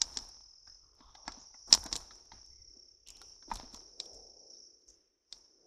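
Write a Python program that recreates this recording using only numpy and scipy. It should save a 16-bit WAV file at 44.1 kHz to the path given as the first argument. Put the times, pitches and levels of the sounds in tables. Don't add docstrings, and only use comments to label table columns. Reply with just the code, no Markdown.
import sys
import numpy as np
from scipy import signal
from scipy.fft import rfft, irfft, next_fast_len
from scipy.io import wavfile
from scipy.ndimage import uniform_filter1d

SR = 44100
rng = np.random.default_rng(int(sys.argv[2]) if len(sys.argv) > 2 else 0)


def unload_wav(signal):
    wavfile.write(
        sys.argv[1],
        SR,
        np.round(np.clip(np.atleast_2d(signal).T, -1, 1) * 32767).astype(np.int16),
    )


N = 249914
TIME = np.arange(N) / SR


def amp(db):
    return 10 ** (np.asarray(db) / 20)


def unit(x):
    return x / np.sqrt(np.mean(x ** 2) + 1e-20)


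def curve(table):
    times, values = np.transpose(table)
    return np.interp(TIME, times, values)


def shape(points, hz):
    point_hz, point_db = np.transpose(points)
    return np.interp(np.log(hz + 1), np.log(point_hz + 1), point_db)


def add(mix, start_s, sound):
    part = mix[max(round(start_s * SR), 0):][:len(sound)]
    part += sound[:len(part)]


def coloured(x, points):
    size = next_fast_len(N, True)
    gain = amp(shape(points, np.fft.rfftfreq(size, 1 / SR)))
    return unit(irfft(rfft(x, size) * gain, size)[:N])


def band(centre_hz, width_hz):
    size = next_fast_len(N, True)
    offset = (np.fft.rfftfreq(size, 1 / SR) - centre_hz) / width_hz
    bell = np.exp(-2 * np.minimum(offset ** 2, 20))
    return unit(irfft(rfft(rng.standard_normal(size)) * bell, size)[:N])


def ring(x, gain_db, size=4096):
    log_gain = np.log(amp(np.maximum(gain_db, -100)))
    mirrored = np.r_[log_gain, log_gain[-2:0:-1]]
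    response = np.fft.ifft(np.exp(np.conj(signal.hilbert(mirrored)))).real
    return signal.fftconvolve(x, response[:size // 2])


def overtones(size, spacing_hz=450, uneven_db=4.5):
    knots = np.arange(size // 2 + 1) * SR / size / spacing_hz
    places = np.interp(knots, np.arange(200), np.arange(200) + rng.random(200))
    return uneven_db * np.cos(2 * np.pi * places)


# (delay_s, share of the pressure)
ECHOES = [(0, 1), (.00052, .5), (.0017, .17), (.0027, -.13), (.0037, .1)]


def hits(rows, body, main_hz, side_hz, ring_db, ring_octaves, splinter, splinter_t60, tail_db, tail_t60, size=4096):
    hz = np.fft.rfftfreq(size, 1 / SR)
    t = np.arange(2 * size) / SR
    out = np.zeros(N)
    main, side = ((hz > low) & (hz < high) for low, high in (main_hz, side_hz))
    reach = uniform_filter1d(side * 1., size=41)
    for start_s, peak_db, ring_hz, side_db in rows:
        octaves_off = np.log2((hz + 1) / ring_hz)
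        peak = ring_db * np.exp(-.5 * (octaves_off / ring_octaves) ** 2)
        colour_db = shape(body, hz) + overtones(size) + peak
        power = amp(colour_db) ** 2
        present_db = 10 * np.log10(power[side].sum() / power[main].sum())
        colour_db = colour_db + reach * np.clip(side_db - present_db, -12, 6)

        t60 = np.array([[splinter_t60], [tail_t60]])
        fibres, tail = rng.standard_normal((2, len(t))) * np.exp(-np.log(1000) * t / t60)
        blow = splinter * fibres / np.linalg.norm(fibres)
        blow += amp(tail_db) * tail / np.linalg.norm(tail)
        for delay_s, share in ECHOES:
            add(blow, delay_s, np.array([share]))

        sound = ring(blow, colour_db)
        crest = np.sqrt(2 * uniform_filter1d(sound ** 2, size=32).max())
        add(out, start_s, amp(peak_db) * sound / crest)
    return out


# (start_s, peak_db before the layer level, ring_hz, wanted low thud_db against the ring)
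SNAPS = [(0.0175, -7.5, 5870, -17.5), (0.172, -17.5, 5630, -15.5), (0.1882, -30, 5550, 3),
         (1.2795, -27, 5050, -8), (1.3209, -35.5, 5500, 0), (1.7274, 0, 5314, -20), (1.7387, -8, 7200, -15),
         (1.7415, -14, 5230, -7), (1.7491, -14.5, 5840, -15), (1.928, -15.5, 5370, -18),
         (1.9363, -27, 4800, -10), (1.9559, -22, 6900, -9), (4.001, -23, 4450, -24),
         (4.0039, -32, 5230, -16), (5.3261, -28, 4400, -20.5)]
# (pitch_hz, level_db per Hz)
SNAP_BODY = [(60, -26.5), (250, -22), (500, -21), (900, -3.5), (1500, -17), (2500, -13.5), (3200, -7.5),
             (3850, -3.5), (4400, -4), (5150, 3.5), (6200, -10.5), (7000, -5), (8200, -12), (9000, -34),
             (12000, -42.5), (16000, -51)]


def snaps(level_db=-0.5, warning_db=-25, warning_s=0.0027):
    breaks = hits(SNAPS, SNAP_BODY, main_hz=(3000, 9000), side_hz=(300, 2000), ring_db=8, ring_octaves=.25,
                  splinter=.3, splinter_t60=.014, tail_db=-13.5, tail_t60=0.1)
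    warnings = amp(warning_db) * np.roll(breaks, -round(warning_s * SR))
    return amp(level_db) * (breaks + warnings)


# (start_s, peak_db, ring_hz, wanted crack_db against the ring)
KNOCKS = [(0.673, -52.5, 1400, -16), (1.006, -51, 1110, 3), (1.1515, -46, 750, 1), (1.279, -28, 820, -20.5),
          (1.542, -53, 870, -35), (1.709, -40, 930, 10), (1.747, -26, 800, -9.5), (1.832, -46, 890, -12),
          (1.855, -45, 765, -15), (1.863, -38, 750, -7), (2.109, -44, 1440, 6), (2.3185, -42.5, 1870, 4.5),
          (3.216, -44, 1320, 2), (3.425, -53.5, 1390, -8), (3.515, -24.5, 933, -20), (3.746, -49, 954, 4)]
# (pitch_hz, level_db per Hz)
KNOCK_BODY = [(60, -20), (250, -4), (450, -14), (900, 5), (1300, -1), (2000, -5), (2800, -15.5),
              (4000, -5.5), (5500, -14), (8000, -36), (10000, -51)]


def knocks():
    return hits(KNOCKS, KNOCK_BODY, main_hz=(500, 2600), side_hz=(3000, 5000), ring_db=8, ring_octaves=0.15,
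                splinter=1.8, splinter_t60=.035, tail_db=0.5, tail_t60=0.083)


# (start_s, peak_db before the layer level, ring_hz, wanted lower crack_db against the ring)
TICKS = [(0.1423, -45, 7140, 15), (0.2894, -47.5, 9250, -12), (0.951, -62, 11700, -4.5),
         (1.1515, -48, 6400, 4), (1.678, -46, 6720, -17), (1.7495, -17, 10560, -7),
         (1.8394, -34, 11600, -11), (1.8621, -33, 6760, -16), (1.9634, -20.5, 7600, 1.5),
         (1.9757, -39.5, 9380, -17), (2.155, -47.5, 6850, -24), (2.2546, -53, 6620, -30.5),
         (2.4618, -52, 6550, -14.5), (3.0734, -40.5, 7530, 0), (3.0861, -35.5, 8000, -4),
         (3.1038, -33.5, 7160, -19.5), (3.1686, -45.5, 6560, 8), (3.2169, -37.5, 9900, -8),
         (3.5384, -36, 8110, -18), (3.5444, -38, 6560, -16), (3.5564, -31.5, 7710, -4),
         (3.5712, -37.5, 9300, 7), (3.736, -47, 6600, 2), (3.7452, -33.5, 6200, 3), (3.7648, -42, 6620, -6),
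         (4.0414, -50, 6570, -0.5), (4.0572, -43.5, 6470, 2.5), (4.134, -51, 6520, -6.5),
         (4.1458, -47, 6860, -10), (4.5055, -58, 6800, -18.5), (4.816, -67, 4600, 5),
         (4.8805, -53, 6660, -13.5), (4.9015, -49, 6690, -15)]
# (pitch_hz, level_db per Hz)
TICK_BODY = [(300, -27.5), (1500, -26.5), (3200, -3), (4500, 3), (6500, 0), (8200, -9.5), (9500, -10),
             (12500, -15.5), (15000, -26.5)]


def ticks(level_db=-2):
    sound = hits(TICKS, TICK_BODY, main_hz=(6500, 14000), side_hz=(2000, 4600), ring_db=8, ring_octaves=0.2373,
                 splinter=1.0, splinter_t60=0.0054, tail_db=-13.0, tail_t60=0.079)
    return amp(level_db) * sound


# (start_s, peak_db before the layer level, ring_hz, wanted knock_db against the ring)
THUDS = [(0.169, -41.5, 227, -2), (1.005, -53, 236, -8), (1.279, -42.5, 276, -4), (1.374, -47, 280, -1),
         (1.689, -47.5, 231, -12), (1.725, -31.5, 270, 3), (1.857, -37, 236, -18), (1.923, -38.5, 225, -3),
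         (1.955, -37.5, 388, 5), (2.334, -51, 299, -6), (2.762, -54, 310, -15), (3.166, -62, 397, -5),
         (3.478, -44.5, 379, -18), (3.517, -34, 198, 3), (3.632, -42, 237, -20.5), (3.736, -43.5, 227, -5)]
# (pitch_hz, level_db per Hz)
THUD_BODY = [(60, -14.5), (140, -6.5), (220, 1), (380, -6), (560, -9.5), (900, -13.5), (1500, -30.5),
             (4000, -52.5)]


def thuds(level_db=-2):
    sound = hits(THUDS, THUD_BODY, main_hz=(150, 450), side_hz=(600, 1200), ring_db=9.5, ring_octaves=0.39,
                 splinter=1.9, splinter_t60=0.048, tail_db=0.0, tail_t60=.16)
    return amp(level_db) * sound


# (start_s, length_s, level_db before fade and judder, pitch_hz, width_hz)
SCRAPES = [(0.669, 0.11, -72.5, 1620, 497), (0.818, 0.52, -79.5, 1150, 330), (1.017, 0.26, -65, 1070, 380),
           (1.003, 0.45, -76, 3510, 600), (1.163, 0.56, -66, 880, 450), (1.39, 0.11, -65.5, 6630, 900),
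           (1.67, 0.36, -58.5, 800, 1090), (1.849, 0.083, -53.5, 700, 1410),
           (2.313, 0.14, -66.5, 1321, 2230), (2.5, 0.46, -83, 2104, 220), (3.06, 0.34, -67.5, 2950, 900),
           (4.535, 0.082, -75, 4406, 1403), (4.879, 0.089, -59, 6080, 1200)]


def scrapes(judder_db=3, rise=0.023):
    total = 0
    for start_s, length_s, level_db, pitch_hz, width_hz in SCRAPES:
        progress = (TIME - start_s) / length_s
        pressure = np.interp(progress, [0, rise, .5, 1], [0.02, 0.89, 0.32, 0])
        total = total + amp(level_db) * pressure * band(pitch_hz, width_hz)
    return total * amp(judder_db * band(0, 150))


# (start_s, length_s, leaves_db, dry grass_db, jolt of the camera_db)
PUSHES = [(0.017, 0.21, -65, -68.5, -58), (0.666, 0.023, -86.5, -89, -63.5), (0.98, 0.17, -79, -105, -67),
          (1.276, 0.056, -65, -92, -58.5), (1.707, 0.088, -62.5, -59, -50.5),
          (1.925, 0.039, -60, -58.5, -50.5), (2.127, 0.06, -76, -80, -71.5),
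          (2.333, .02, -73.5, -99, -58.5), (3.088, 0.21, -80.5, -77.5, -65.5),
          (3.51, 0.078, -61, -69.5, -48), (3.732, 0.029, -71.5, -72, -60.5),
          (4.004, 0.039, -74.5, -75, -76), (4.137, .02, -83, -78, -60), (4.883, 0.022, -102, -84, -70),
          (5.324, 0.032, -78, -79, -72.5)]
PUSH_RISE_DB_PER_S = 648.5


def pushed(column, fall_db_per_s):
    power = 0
    for start_s, length_s, *levels_db in PUSHES:
        early_s = np.maximum(start_s - TIME, 0)
        late_s = np.maximum(TIME - start_s - length_s, 0)
        level_db = levels_db[column] - PUSH_RISE_DB_PER_S * early_s - fall_db_per_s * late_s
        power = power + amp(level_db) ** 2
    return np.sqrt(power)


def crinkle(per_s, spread_db, smooth):
    slip_size = amp(spread_db * np.minimum(rng.exponential(1, N), 4))
    happens = rng.random(N) < per_s / SR
    slips = rng.standard_normal(N) * slip_size * happens
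    return unit(slips) + smooth * rng.standard_normal(N)


# (pitch_hz, level_db per Hz)
LEAVES = [(100, -4), (250, 10), (500, 4.5), (900, 12.5), (1300, 4), (2000, -3.5), (3000, -6), (4200, 2),
          (6000, -2.5), (7500, -17.5), (9000, -34)]


def leaf_rustle(level_db=6):
    noise = coloured(crinkle(per_s=610, spread_db=4.5, smooth=0.87), LEAVES)
    return amp(level_db) * pushed(0, fall_db_per_s=91.5) * noise


# (pitch_hz, level_db per Hz)
GRASS = [(5000, -19.5), (6800, 11), (7800, -3), (9000, 4), (10200, -5), (12000, -7.5), (13300, -9.5),
         (15000, -31)]


def grass_fizz():
    return pushed(1, fall_db_per_s=160) * coloured(crinkle(per_s=340, spread_db=8, smooth=3.2), GRASS)


# (time_s, level_db before the layer gain)
HANDLING = [(0, -71.5), (2.2, -68.5), (2.62, -63), (2.9, -78), (4.2, -73.5), (4.7, -87), (5.2, -91),
            (5.67, -86.5)]
# (pitch_hz, level_db per Hz)
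RUMBLE = [(12, -7.5), (28, -2), (45, 2), (70, -4), (110, -14.5), (170, -24), (400, -58)]


def hand_rumble(level_db=-1, lumpy_db=3):
    grip = amp(curve(HANDLING) + lumpy_db * band(0, 21))
    strength = np.hypot(grip, pushed(2, fall_db_per_s=126))
    return amp(level_db) * strength * coloured(rng.standard_normal(N), RUMBLE)


def scatter(x, t60, wet_db):
    t = np.arange(SR // 3) / SR
    tail = rng.standard_normal(len(t)) * np.exp(-np.log(1000) * t / t60)
    echoes = signal.fftconvolve(x, tail / np.linalg.norm(tail))[:N]
    return unit(x + amp(wet_db) * echoes)


def trill(pitch_hz, rate, stroke_s, fall_hz, duty=0.49):
    slip, waver_hz, uneven_db, rasp = .03, 60, 1.2, .38
    place = ((TIME - stroke_s) * rate + slip * band(0, 4.4) + .5) % 1 - .5
    stroke = np.cos(np.pi * np.clip(place / duty, -.5, .5))
    pitch = pitch_hz - fall_hz * place / duty + waver_hz * band(0, 300)
    tone = np.sin(2 * np.pi * np.cumsum(pitch) / SR)
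    teeth = 1 + rasp * band(0, 580)
    return unit(stroke * teeth * amp(uneven_db * band(0, 27)) * tone)


# (middle_s, half_length_s, level_db against the chorus, added to the gain between bouts)
BOUTS = [
    [(1.22, .13, -1), (2.8, .33, 1.5)],
    [(0, .3, -6.5), (4.5, 1.3, -6.5)],
    [(.7, .45, -2.5)],
    [(1.4, .35, -8), (4.6, .2, -8)],
]
BETWEEN_BOUTS_DB = -12.5


def prominence(bouts):
    gain = amp(BETWEEN_BOUTS_DB)
    for middle_s, half_s, level_db in bouts:
        gain = gain + amp(level_db) * np.exp(-((TIME - middle_s) / half_s) ** 2)
    return gain


# (pitch_hz, strokes per s, middle of one stroke_s, fall of pitch in a stroke_hz)
CRICKETS = [(5530, 33.9, 2.711, 120), (5450, 29.7, 4.673, 380), (5220, 42, .748, 120),
            (5800, 25.3, 1.585, 450)]


def near_crickets():
    songs = [scatter(trill(*row), t60=.05, wet_db=-7) for row in CRICKETS]
    return sum(prominence(bouts) * song for bouts, song in zip(BOUTS, songs))


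# (pitch_hz, level_db per Hz)
CHORUS = [(3000, -56), (4000, -39), (4400, -36), (4750, -10.5), (5050, -7.5), (5330, -4), (5550, 1.5),
          (5760, -5), (5950, -10), (6250, -12), (6450, -18.5), (7000, -24.5), (7700, -44), (8500, -52)]


def far_chorus(count=9):
    trills = 0
    for pitch_hz in np.linspace(5050, 6100, count):
        song = trill(pitch_hz, rng.uniform(27, 45), rng.random(), fall_hz=200)
        trills = trills + amp(shape(CHORUS, pitch_hz)) * song
    haze = coloured(rng.standard_normal(N), CHORUS)
    return amp(-6) * scatter(trills, t60=.1, wet_db=-3) + amp(-6) * haze


# (time_s, level_db)
SWELL = [(0, -50.5), (.8, -55.5), (.9, -61.5), (1.1, -66), (1.22, -58.5), (1.8, -48), (2.25, -56.5),
         (2.78, -53.5), (3.06, -64), (3.3, -53.5), (3.8, -53.5), (4.66, -51), (4.82, -62), (5.2, -76.5),
         (5.35, -60.5), (5.67, -61.5)]
# (pitch_hz, width_hz, level_db against the chorus)
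DRONES = [(6262, 18, -19), (6150, 170, -14), (9400, 70, -34)]


def insects(drone_follow=.7):
    swell_db = curve(SWELL)
    drones = sum(amp(level_db) * band(pitch_hz, width_hz) for pitch_hz, width_hz, level_db in DRONES)
    drone_db = swell_db.mean() + drone_follow * (swell_db - swell_db.mean())
    return amp(swell_db) * (near_crickets() + far_chorus()) + amp(drone_db) * drones


# (crest_s, level_db, rise and fall time_s)
SURGES = [(.92, -72.5, 0.085), (2.2, -70, 0.13), (2.78, -64.5, 0.17), (3.24, -69.5, 0.11),
          (4.199, -57, 0.37), (4.44, -58.5, .13), (5.67, -60, 0.13)]
# (pitch_hz, level_db per Hz)
RUSH_FAINT = [(100, -28), (200, -14), (270, -8), (340, 0), (430, -2.5), (600, -11.5), (900, -24.5),
              (1500, -24), (3000, -54.5)]
RUSH_LOUD = [(100, -17), (240, -10.5), (340, -6.5), (460, 3.5), (600, -1.5), (800, -6.5), (1100, -31),
             (1600, -73), (3000, -71)]


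def rush(lumpy_db=0.5, rest_db=-83, faint_db=-66, loud_db=-57):
    power = amp(rest_db) ** 2
    for crest_s, crest_db, span_s in SURGES:
        power = power + (amp(crest_db) * np.exp(-abs(TIME - crest_s) / span_s)) ** 2
    level_db = 10 * np.log10(power)
    bright = np.clip((level_db - faint_db) / (loud_db - faint_db), 0, 1)
    noise = rng.standard_normal(N)
    blend = (1 - bright) * coloured(noise, RUSH_FAINT) + bright * coloured(noise, RUSH_LOUD)
    return amp(level_db + lumpy_db * band(0, 20)) * blend


# (pitch_hz, level_db per Hz)
AIR = [(100, 0), (400, 0.5), (1000, 2), (2200, 1), (3300, -1.5), (6000, -7), (8000, -13.5), (12000, -19)]


def night_air(level_db=-83.5):
    return amp(level_db) * coloured(rng.standard_normal(N), AIR)


def suppressor(near, suppress_db=8, shut_db=-85.5, open_db=-56, release_s=0.24):
    highpass = signal.butter(2, 1500, "highpass", fs=SR, output="sos")
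    heard = signal.sosfilt(highpass, near)
    power = abs(uniform_filter1d(heard ** 2, size=441))
    level_db = 10 * np.log10(power + 1e-14)
    opening = np.clip((level_db - shut_db) / (open_db - shut_db), 0, 1)
    held = np.maximum.accumulate(opening + TIME / release_s) - TIME / release_s
    return amp(-suppress_db * (1 - uniform_filter1d(held, size=441)))


def scene():
    near = snaps() + knocks() + ticks() + thuds() + scrapes()
    near = near + leaf_rustle() + grass_fizz() + hand_rumble()
    background = insects() + rush() + night_air()
    return (near + suppressor(near) * background)[None]


def record(dry, edge_hz=14800):
    lowpass = signal.firwin(255, edge_hz, window=("kaiser", 8), fs=SR)
    return signal.oaconvolve(np.clip(dry, -1, 1), lowpass[None], "same")


dry = scene()
out = record(dry)
unload_wav(out)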